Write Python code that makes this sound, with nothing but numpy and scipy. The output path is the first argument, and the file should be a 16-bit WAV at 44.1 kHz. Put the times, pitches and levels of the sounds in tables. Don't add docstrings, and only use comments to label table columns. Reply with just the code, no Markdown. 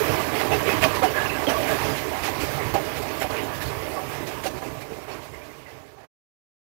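import sys
import numpy as np
from scipy import signal
from scipy.io import wavfile
from scipy.ndimage import uniform_filter1d, map_coordinates

SR = 44100
rng = np.random.default_rng(int(sys.argv[2]) if len(sys.argv) > 2 else 0)


def generate_wav(sig):
    pcm = np.round(np.clip(np.atleast_2d(sig).T, -1, 1) * 32767).astype(np.int16)
    wavfile.write(sys.argv[1], SR, pcm)


def undo_db(level):
    steps = np.asarray(level, float) / 20
    return 10 ** steps


N = 295470

# time in seconds, relative level in dB.
RUNNING = [(0.0, -26), (0.32, -29), (0.87, -28), (1.31, -31.5), (1.73, -27.5), (1.97, -32.5), (2.28, -32),
           (2.47, -31), (3.05, -33), (3.46, -33.5), (3.68, -34.5), (4.46, -37), (4.7, -40.5), (5.12, -43),
           (5.8, -49), (6.05, -54)]
# frequency in Hz, width in Hz, relative level in dB.
FRAME_MODES = [(198, 84, -19), (258.7, 68, -10), (307.3, 66, 0), (419, 93, 1.5), (530, 110, -6.5),
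               (617, 78, 0.5), (768, 142, -2.5), (969, 126, -4.5), (1109, 145, -6)]
# frequency in Hz, width in Hz, relative level in dB.
PLATE_MODES = [(1336, 394, -3), (1695, 303, 0.5), (2042, 390, -0.5), (2337, 530, -2), (2557, 220, -6.5),
               (2874, 540, -6)]


def evened(x):
    return x / np.sqrt(np.mean(x ** 2) + 1e-20)


def wander(per_s):
    points = rng.standard_normal(1000)
    coarse = np.arange(0, N + 64, 64)
    smooth = map_coordinates(points, [coarse * per_s / SR], order=3)
    return np.interp(np.arange(N), coarse, smooth)


def resonate(x, hz, width):
    radius = np.exp(-np.pi * 1.5 * width / SR)
    poles = [1, -2 * radius * np.cos(2 * np.pi * hz / SR), radius * radius]
    once = signal.lfilter([1, 0, -1], poles, x)
    return signal.lfilter([1], poles, once)


def knocking(per_s, spread_db, rub):
    size = undo_db(spread_db * np.minimum(rng.exponential(1, N), 4))
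    hits = size * (rng.random(N) < per_s / SR)
    return evened(hits * rng.standard_normal(N)) + rub * rng.standard_normal(N)


def swell(t, middle, length, rise=0.58, fall=0.75):
    before = ((t - middle) / (length * rise)) ** 4
    after = ((t - middle) / (length * fall)) ** 2
    return np.exp(-np.where(t < middle, before, after))


def shaking(part):
    # middle in seconds, length in seconds, strength in dB, sharpness in dB.
    jolts = [(0.374, 0.089, -31, -3.5), (0.409, 0.035, -36, 1), (0.533, 0.048, -28, -3.5),
             (0.704, 0.084, -29, -3.5), (0.835, 0.04, -31.5, 3), (0.958, 0.025, -32, -1),
             (1.039, 0.026, -28.5, -1.5), (1.046, 0.033, -36.5, 1.5), (1.209, 0.12, -33.5, -2.5),
             (1.494, 0.031, -30, -1), (1.512, 0.037, -31.5, 0), (1.713, 0.09, -33.5, 0.5),
             (1.87, 0.18, -36, 1), (1.97, 0.034, -40, 2.5), (2.257, 0.058, -35, 2.5),
             (2.427, 0.063, -40.5, 5.5), (2.53, 0.098, -43, 1.5), (2.754, 0.022, -38, 0),
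             (2.757, 0.041, -36, -2), (2.974, 0.038, -38.5, 0), (3.028, 0.015, -48, 8.5),
             (3.223, 0.027, -33, 1), (3.319, 0.041, -33, -8), (3.404, 0.14, -38, -7),
             (3.624, 0.03, -37, 2.5), (3.667, 0.039, -48, 7.5), (3.96, 0.11, -51, -13),
             (4.123, 0.085, -51, 6), (4.276, 0.027, -51.5, 9.5), (4.3, 0.059, -41, -1.5),
             (4.444, 0.018, -37.5, 1.5), (4.468, 0.022, -37.5, 3.5), (4.576, 0.063, -40, -25),
             (4.657, 0.077, -36.5, -11.5), (4.817, 0.025, -54, 7.5), (4.924, 0.048, -47, -5),
             (5.108, 0.069, -56, 6), (5.135, 0.11, -41.5, -6.5), (5.242, 0.043, -52, 2.5),
             (5.343, 0.033, -49, -5.5), (5.45, 0.04, -58, 4.5), (5.696, 0.073, -51, -2.5),
             (6.021, 0.09, -53, -7)]
    # middle in seconds, length in seconds,
    # strength in dB.
    thumps = [(0.126, 0.091, -31.5), (0.604, 0.21, -37), (0.818, 0.1, -32.5), (1.866, 0.17, -36.5),
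              (2.455, 0.2, -39), (2.69, 0.14, -35.5), (3.32, 0.033, -38), (3.693, 0.23, -38),
              (4.3, 0.19, -43), (4.557, 0.034, -44), (4.716, 0.13, -42), (4.906, 0.049, -45),
              (5.34, 0.054, -48)]
    steady_db = [-9, -1, -7, -11.5]
    jolt_db = [-18.5, -0.5, -1, -6.5]
    sharp_share = [0.048, 0.037, 0.84, 1.55]
    follow = [.85, 0.98, 1.056, 1.03]
    usual_db = -30.5

    t = np.arange(N) / SR
    when, running_db = np.transpose(RUNNING)
    moved_db = follow[part] * (np.interp(t, when, running_db) - usual_db)
    steady = undo_db(usual_db + moved_db + steady_db[part])
    power = np.zeros(N)
    lag = 0.12 if part == 3 else 0
    dip_share = 0.6 if part == 3 else 1
    events = list(jolts)
    if part == 0:
        events += [(s, length, db - jolt_db[0], 0) for s, length, db in thumps]
    for s, length, db, sharp_db in events:
        near = slice(max(round((s - 0.4) * SR), 0), round((s + 0.4) * SR))
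        if part > 0:
            dip = min(0.31 * undo_db(db - np.interp(s, when, running_db)), 0.7)
            steady[near] *= 1 - dip * dip_share * swell(t[near], s - 0.5 * length - 0.012, 0.019)
        strength = undo_db(db + jolt_db[part] + sharp_share[part] * sharp_db)
        power[near] += (strength * swell(t[near], s + lag * length, length)) ** 2
    return steady, np.sqrt(power)


def metal(modes, part, flicker_db, flicker_per_s, together, **impacts):
    shared = together * knocking(**impacts)
    body = np.zeros(N)
    for hz, width, db in modes:
        ringing = evened(resonate(shared + knocking(**impacts), hz, width))
        flicker = undo_db(db + flicker_db * wander(flicker_per_s))
        body += flicker * np.sqrt(width) * ringing
    return np.hypot(*shaking(part)) * evened(body)


def wheels():
    # frequency in Hz, width in Hz, relative level in dB.
    wheel_modes = [(71, 41, -2), (105, 30.6, -2), (136.2, 24.2, -0.5)]
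    return metal(wheel_modes, part=0, together=0.5, flicker_db=1.0, flicker_per_s=12.0,
                 per_s=490, spread_db=1, rub=1.4)


def frame():
    return metal(FRAME_MODES, part=1, together=0.81, flicker_db=2.0, flicker_per_s=15,
                 per_s=600, spread_db=2.5, rub=1.63)


def plates():
    return metal(PLATE_MODES, part=2, together=0.73, flicker_db=1.9, flicker_per_s=18,
                 per_s=1200, spread_db=0.5, rub=1.04)


def knocks():
    # start in seconds, relative peak level in dB,
    # centre of the answering modes in Hz.
    blows = [(0.083, -18.5, 380), (0.097, -23, 380), (0.2, -26, 1130), (0.204, -19.5, 330),
             (0.383, -20.5, 720), (0.414, -13.5, 2300), (0.535, -13.5, 2400), (0.549, -22.5, 380),
             (0.554, -20, 2500), (0.57, -23, 400), (0.615, -24.5, 420), (0.679, -19.5, 400),
             (0.692, -11, 1500), (0.73, -18.5, 2300), (0.825, -19.5, 2600), (0.833, -10, 1500),
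             (0.8397, -6.5, 2900), (0.8402, -5, 2400), (0.8455, -10.5, 640), (0.85, -17, 1150),
             (0.856, -18, 620), (0.861, -17, 620), (1.019, -21.5, 1150), (1.023, -16, 650),
             (1.033, -21, 2600), (1.0385, -15, 780), (1.05, -14.5, 1000), (1.165, -24.5, 2000),
             (1.174, -20, 1650), (1.469, -18, 3000), (1.476, -23.5, 500), (1.487, -17, 520),
             (1.501, -15, 650), (1.524, -21.5, 800), (2.253, -21.5, 2200), (2.256, -23.5, 750),
             (2.415, -23, 400), (2.436, -21.5, 420), (2.74, -17.5, 850), (2.7475, -19.5, 330),
             (2.751, -27.5, 650), (2.7565, -14.5, 720), (2.762, -18.5, 720), (2.767, -18.5, 760),
             (3.209, -29, 2600), (3.215, -34, 650), (3.221, -21.5, 750), (3.244, -20.5, 600),
             (3.311, -24.5, 450), (3.323, -26, 800), (3.369, -18, 2500), (3.607, -22.5, 2508),
             (3.994, -20, 905), (4.439, -28, 2300), (4.445, -26, 400), (4.4607, -23.5, 700),
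             (4.466, -28.5, 800), (4.473, -24.5, 2300), (4.544, -26, 330), (4.555, -37, 350),
             (4.622, -30, 900), (4.628, -24.5, 850), (4.677, -29, 320), (4.904, -32, 450),
             (4.922, -27, 420), (4.934, -33, 700), (4.987, -26.5, 450), (5.337, -42, 2050)]
    reach_oct, damping, click_db = 0.44, 0.88, -25
    t = np.arange(2000) / SR
    out = np.zeros(N + 2000)
    hz, width, level_db = np.transpose(FRAME_MODES + PLATE_MODES)[:, :, None]
    dying = np.exp(-np.pi * damping * width * t)
    for s, db, centre_hz in blows:
        distance = np.log2(hz / centre_hz) / reach_oct
        share = undo_db(0.5 * level_db) * np.exp(-0.5 * distance ** 2)
        phase = 0.65 * rng.standard_normal(hz.shape)
        ring = (share * dying * np.sin(2 * np.pi * hz * t + phase)).sum(axis=0)
        click = undo_db(click_db) * centre_hz / 1000 * np.exp(-t / 0.001183) * rng.standard_normal(2000)
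        blow = ring / abs(ring).max() + click
        out[round(s * SR):][:2000] += undo_db(db) * blow / abs(blow).max()
    return out[:N]


def rings():
    # start in seconds, length in seconds, relative level in dB,
    # name of the part.
    clangs = [(0.0, 0.026, -25.5, "b"), (0.078, 0.053, -31.5, "b"), (0.171, 0.034, -30.5, "a"),
              (0.195, 0.028, -31.5, "e"), (0.287, 0.033, -37, "e"), (0.517, 0.049, -32.5, "j+"),
              (0.521, 0.062, -43, "l"), (0.502, 0.048, -29.5, "a"), (0.547, 0.038, -29.5, "a+"),
              (0.686, 0.025, -32, "b"), (0.74, 0.04, -34, "e"), (0.666, 0.031, -34, "i"),
              (0.694, 0.045, -33, "j"), (0.822, 0.016, -26.5, "j"), (0.825, 0.029, -28.5, "g+"),
              (0.843, 0.012, -23, "e"), (0.836, 0.011, -26.5, "l+"), (0.842, 0.012, -26.5, "j"),
              (0.827, 0.014, -23.5, "c"), (0.84, 0.03, -23, "c"), (0.857, 0.022, -28, "a-"),
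              (1.018, 0.022, -31, "e+"), (1.02, 0.014, -24.5, "c-"), (1.054, 0.045, -38, "l"),
              (1.03, 0.04, -20.5, "d"), (1.041, 0.055, -34, "a+"), (1.144, 0.065, -34.5, "f"),
              (1.172, 0.024, -27, "f"), (1.189, 0.027, -30, "f-"), (1.208, 0.027, -31, "g"),
              (1.233, 0.021, -32, "g"), (1.253, 0.018, -31.5, "f"), (1.162, 0.03, -39, "h-"),
              (1.248, 0.03, -37, "e"), (1.313, 0.03, -39, "h-"), (1.209, 0.02, -39, "l"),
              (1.255, 0.016, -34.5, "j+"), (1.292, 0.018, -32.5, "j+"), (1.315, 0.06, -41, "j+"),
              (1.34, 0.03, -38, "f-"), (1.368, 0.012, -34, "f-"), (1.468, 0.017, -25, "c-"),
              (1.47, 0.027, -27, "a-"), (1.469, 0.014, -30, "b"), (1.467, 0.013, -35, "m"),
              (1.486, 0.01, -35.5, "l+"), (1.474, 0.02, -44, "q"), (1.481, 0.028, -31, "c"),
              (1.506, 0.025, -30, "c+"), (1.478, 0.016, -46, "p"), (1.493, 0.016, -40, "p"),
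              (1.526, 0.063, -33, "c"), (1.541, 0.041, -32.5, "e"), (1.568, 0.012, -36, "c"),
              (1.672, 0.12, -37.5, "g"), (2.279, 0.015, -30, "d"), (2.41, 0.05, -42, "j"),
              (2.573, 0.049, -36, "d"), (2.716, 0.047, -30.5, "axle"), (2.742, 0.011, -28, "a"),
              (2.75, 0.022, -29, "c"), (2.74, 0.021, -30, "d+"), (2.751, 0.021, -24.5, "d+"),
              (2.774, 0.02, -28, "d+"), (3.212, 0.025, -33, "c"), (3.213, 0.016, -35, "d"),
              (3.236, 0.04, -35.5, "d"), (3.375, 0.031, -39, "k"), (3.612, 0.032, -41, "g"),
              (3.939, 0.028, -35, "c"), (3.969, 0.045, -39, "c-"), (3.971, 0.015, -38, "d"),
              (3.995, 0.03, -38, "d"), (3.964, 0.046, -37, "e"), (4.203, 0.025, -36.5, "a"),
              (4.269, 0.022, -36, "a"), (4.458, 0.02, -40, "k"), (4.455, 0.025, -29.5, "d"),
              (4.452, 0.013, -30.5, "c-"), (4.468, 0.026, -37, "a"), (4.534, 0.044, -37.5, "a"),
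              (4.644, 0.032, -49, "j"), (4.664, 0.03, -39, "a-"), (4.818, 0.03, -47, "i"),
              (4.906, 0.05, -39.5, "b"), (5.112, 0.03, -52, "n"), (5.112, 0.043, -55, "o"),
              (5.337, 0.013, -45, "h"), (5.35, 0.034, -53, "h-"), (5.413, 0.02, -50, "i"),
              (5.494, 0.029, -53, "h"), (5.529, 0.03, -53, "i"), (5.66, 0.012, -47, "h"),
              (5.68, 0.035, -53, "h-"), (5.668, 0.015, -55, "j+")]
    loose_hz = {"axle": 82, "a-": 269, "a": 363, "a+": 406, "b": 444.5, "c-": 554, "c": 631, "c+": 715, "d":
                761, "d+": 769.5, "e": 1130, "e+": 1275, "f-": 1626, "f": 1667, "g": 1698, "g+": 1780, "h-":
                1995, "h": 2050, "i": 2350, "j": 2550, "j+": 2645, "k": 2790, "l": 2970, "l+": 3070, "m":
                3190, "n": 4440, "o": 5350, "p": 5850, "q": 15020}
    width_hz, widening_hz = 14, 36
    evenness, loss_per_khz = 1.05, 0.24
    t = np.arange(N) / SR
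    out = np.zeros(N)
    for s, length, db, part in clangs:
        hz = loose_hz[part]
        near = slice(max(round((s - 0.05) * SR), 0), round((s + 0.32) * SR))
        width = width_hz + widening_hz * min(hz / 1000, 2.4) ** 1.5
        tone = resonate(rng.standard_normal(len(t[near])), hz, width)
        even = np.clip(evenness - loss_per_khz * hz / 1000, 0.45, 0.9)
        tone = evened(tone / np.abs(signal.hilbert(tone)) ** even)
        start = np.clip((t[near] - s) / (0.0026 + 1.4 / hz), 0, 1)
        dying = np.exp(-np.maximum(t[near] - s - 0.72 * length, 0) / 0.007)
        out[near] += undo_db(db) * start * dying * tone
    return out


def pings():
    # frequency in Hz, relative level in dB.
    rail = [(4480, -2), (5600, -5), (6960, -3), (7860, -9), (10800, -10.5), (11800, -4.5), (12700, -7),
            (13600, -2), (14630, -3.5), (15300, -9.5)]
    # start in seconds, relative level in dB,
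    # tilt of the modes below 7000 Hz in dB per octave.
    meetings = [(0.821, -44.5, 0.1), (2.739, -37.5, 0), (3.2, -42, 9)]
    rise_s, hold_s, t60_s = 0.001, 0.008, 0.065
    roughness, snap = 0.68, 1.2
    t = np.arange(4000) / SR
    out = np.zeros(N + 4000)
    shape = np.minimum(t / rise_s, 1) * undo_db(-60 * np.maximum(t - hold_s, 0) / t60_s)
    shape *= 1 + snap * np.exp(-t / 0.0026)
    for s, db, tilt_db in meetings:
        slow_noise = uniform_filter1d(rng.standard_normal((len(rail), 4000)), size=90, axis=1)
        scrape = 1 + roughness * evened(slow_noise)
        song = np.zeros(4000)
        for (hz, level_db), rough in zip(rail, scrape):
            strength = undo_db(level_db + tilt_db * np.log2(min(hz / 7000, 1)))
            song += strength * rough * np.sin(2 * np.pi * (hz * t + rng.random()))
        out[round(s * SR):][:4000] += undo_db(db) * shape * evened(song)
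    return out[:N]


def steam():
    # frequency in Hz, relative level in dB.
    colour = [(1500, -53.5), (3400, -2.5), (5000, -3.5), (8600, -11), (10500, -7.5), (14000, -3.5),
              (15700, -8), (16000, -60)]
    # time in seconds, tilt at the upper edge in dB,
    # tilt at the lower edge in dB.
    sheen = [(0, 0, 0), (0.5, 0.3, -0.5), (1, 0, -0.4), (1.7, -0.3, 0.3), (2.4, -0.5, 0), (3.2, 0, 0),
             (4, -0.2, 0.5), (4.6, -2, 1.5), (5.4, -2, 1), (6, -2, -0.1)]
    sheen_hz = [9500, 5800]
    hz, t, z = signal.stft(knocking(per_s=1700, spread_db=-0.5, rub=4.4), SR, nperseg=256)
    patches = uniform_filter1d(rng.standard_normal(z.T.shape), 12, 0)
    patches = evened(uniform_filter1d(patches, 4, 1).T)
    f, db = np.transpose(colour)
    colour_db = np.interp(np.log(hz + 1), np.log(f), db)[:, None]
    z *= undo_db(colour_db + 1.6 * patches)
    when, *tilts_db = np.transpose(sheen)
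    for edge_hz, tilt_db in zip(sheen_hz, tilts_db):
        z *= undo_db(np.interp(t, when, tilt_db) * np.tanh((hz[:, None] - edge_hz) / 1200))
    z /= np.std(signal.istft(z, SR, nperseg=256)[1])
    steady, ticks = (np.interp(t, np.arange(N) / SR, strength) for strength in shaking(3))
    z *= np.hypot(steady, ticks * undo_db(4.0 - 4 * hz / 8000)[:, None])
    hiss = signal.istft(z, SR, nperseg=256)[1][:N]
    return undo_db(0.62 * wander(20)) * hiss


def thin_tones(count=60):
    starts_per_s, t60_s = 260, 0.11
    level_db, tilt_db = -16, -3.5
    t = np.arange(4000) / SR
    out = np.zeros(N)
    starts = (rng.random(N) < starts_per_s / SR) * undo_db(2.4 * rng.standard_normal(N))
    which = rng.integers(0, count, N)
    tones_hz = np.geomspace(1000, 15000, count) * rng.uniform(1.0, 1.02, count)
    for k, hz in enumerate(tones_hz):
        fading = undo_db(tilt_db * np.log2(hz / 1000) - 60 * t / t60_s)
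        tone = np.minimum(t / 0.0033, 1) * fading * np.sin(2 * np.pi * hz * t)
        out += signal.oaconvolve(starts * (which == k), tone)[:N]
    when, running_db = np.transpose(RUNNING)
    return undo_db(level_db + np.interp(np.arange(N) / SR, when, running_db)) * evened(out)


def scene():
    metalwork = wheels() + frame() + plates() + knocks() + rings() + pings()
    train = 2 * (metalwork + steam() + thin_tones())
    train = signal.lfilter(*signal.butter(2, 55, "highpass", fs=SR), train)
    end_s, fade_s = 6.062, 0.028
    train *= np.clip((end_s - np.arange(N) / SR) / fade_s + 0.5, 0, 1) ** 2
    return np.array([0 * train, train])


def band_limit(x):
    return signal.sosfilt(signal.butter(12, 15830, fs=SR, output="sos"), x)


def record(dry):
    ceiling = 1.1
    mix = ceiling * np.tanh(dry / ceiling)
    return band_limit(mix)


dry = scene()
out = record(dry)
generate_wav(out)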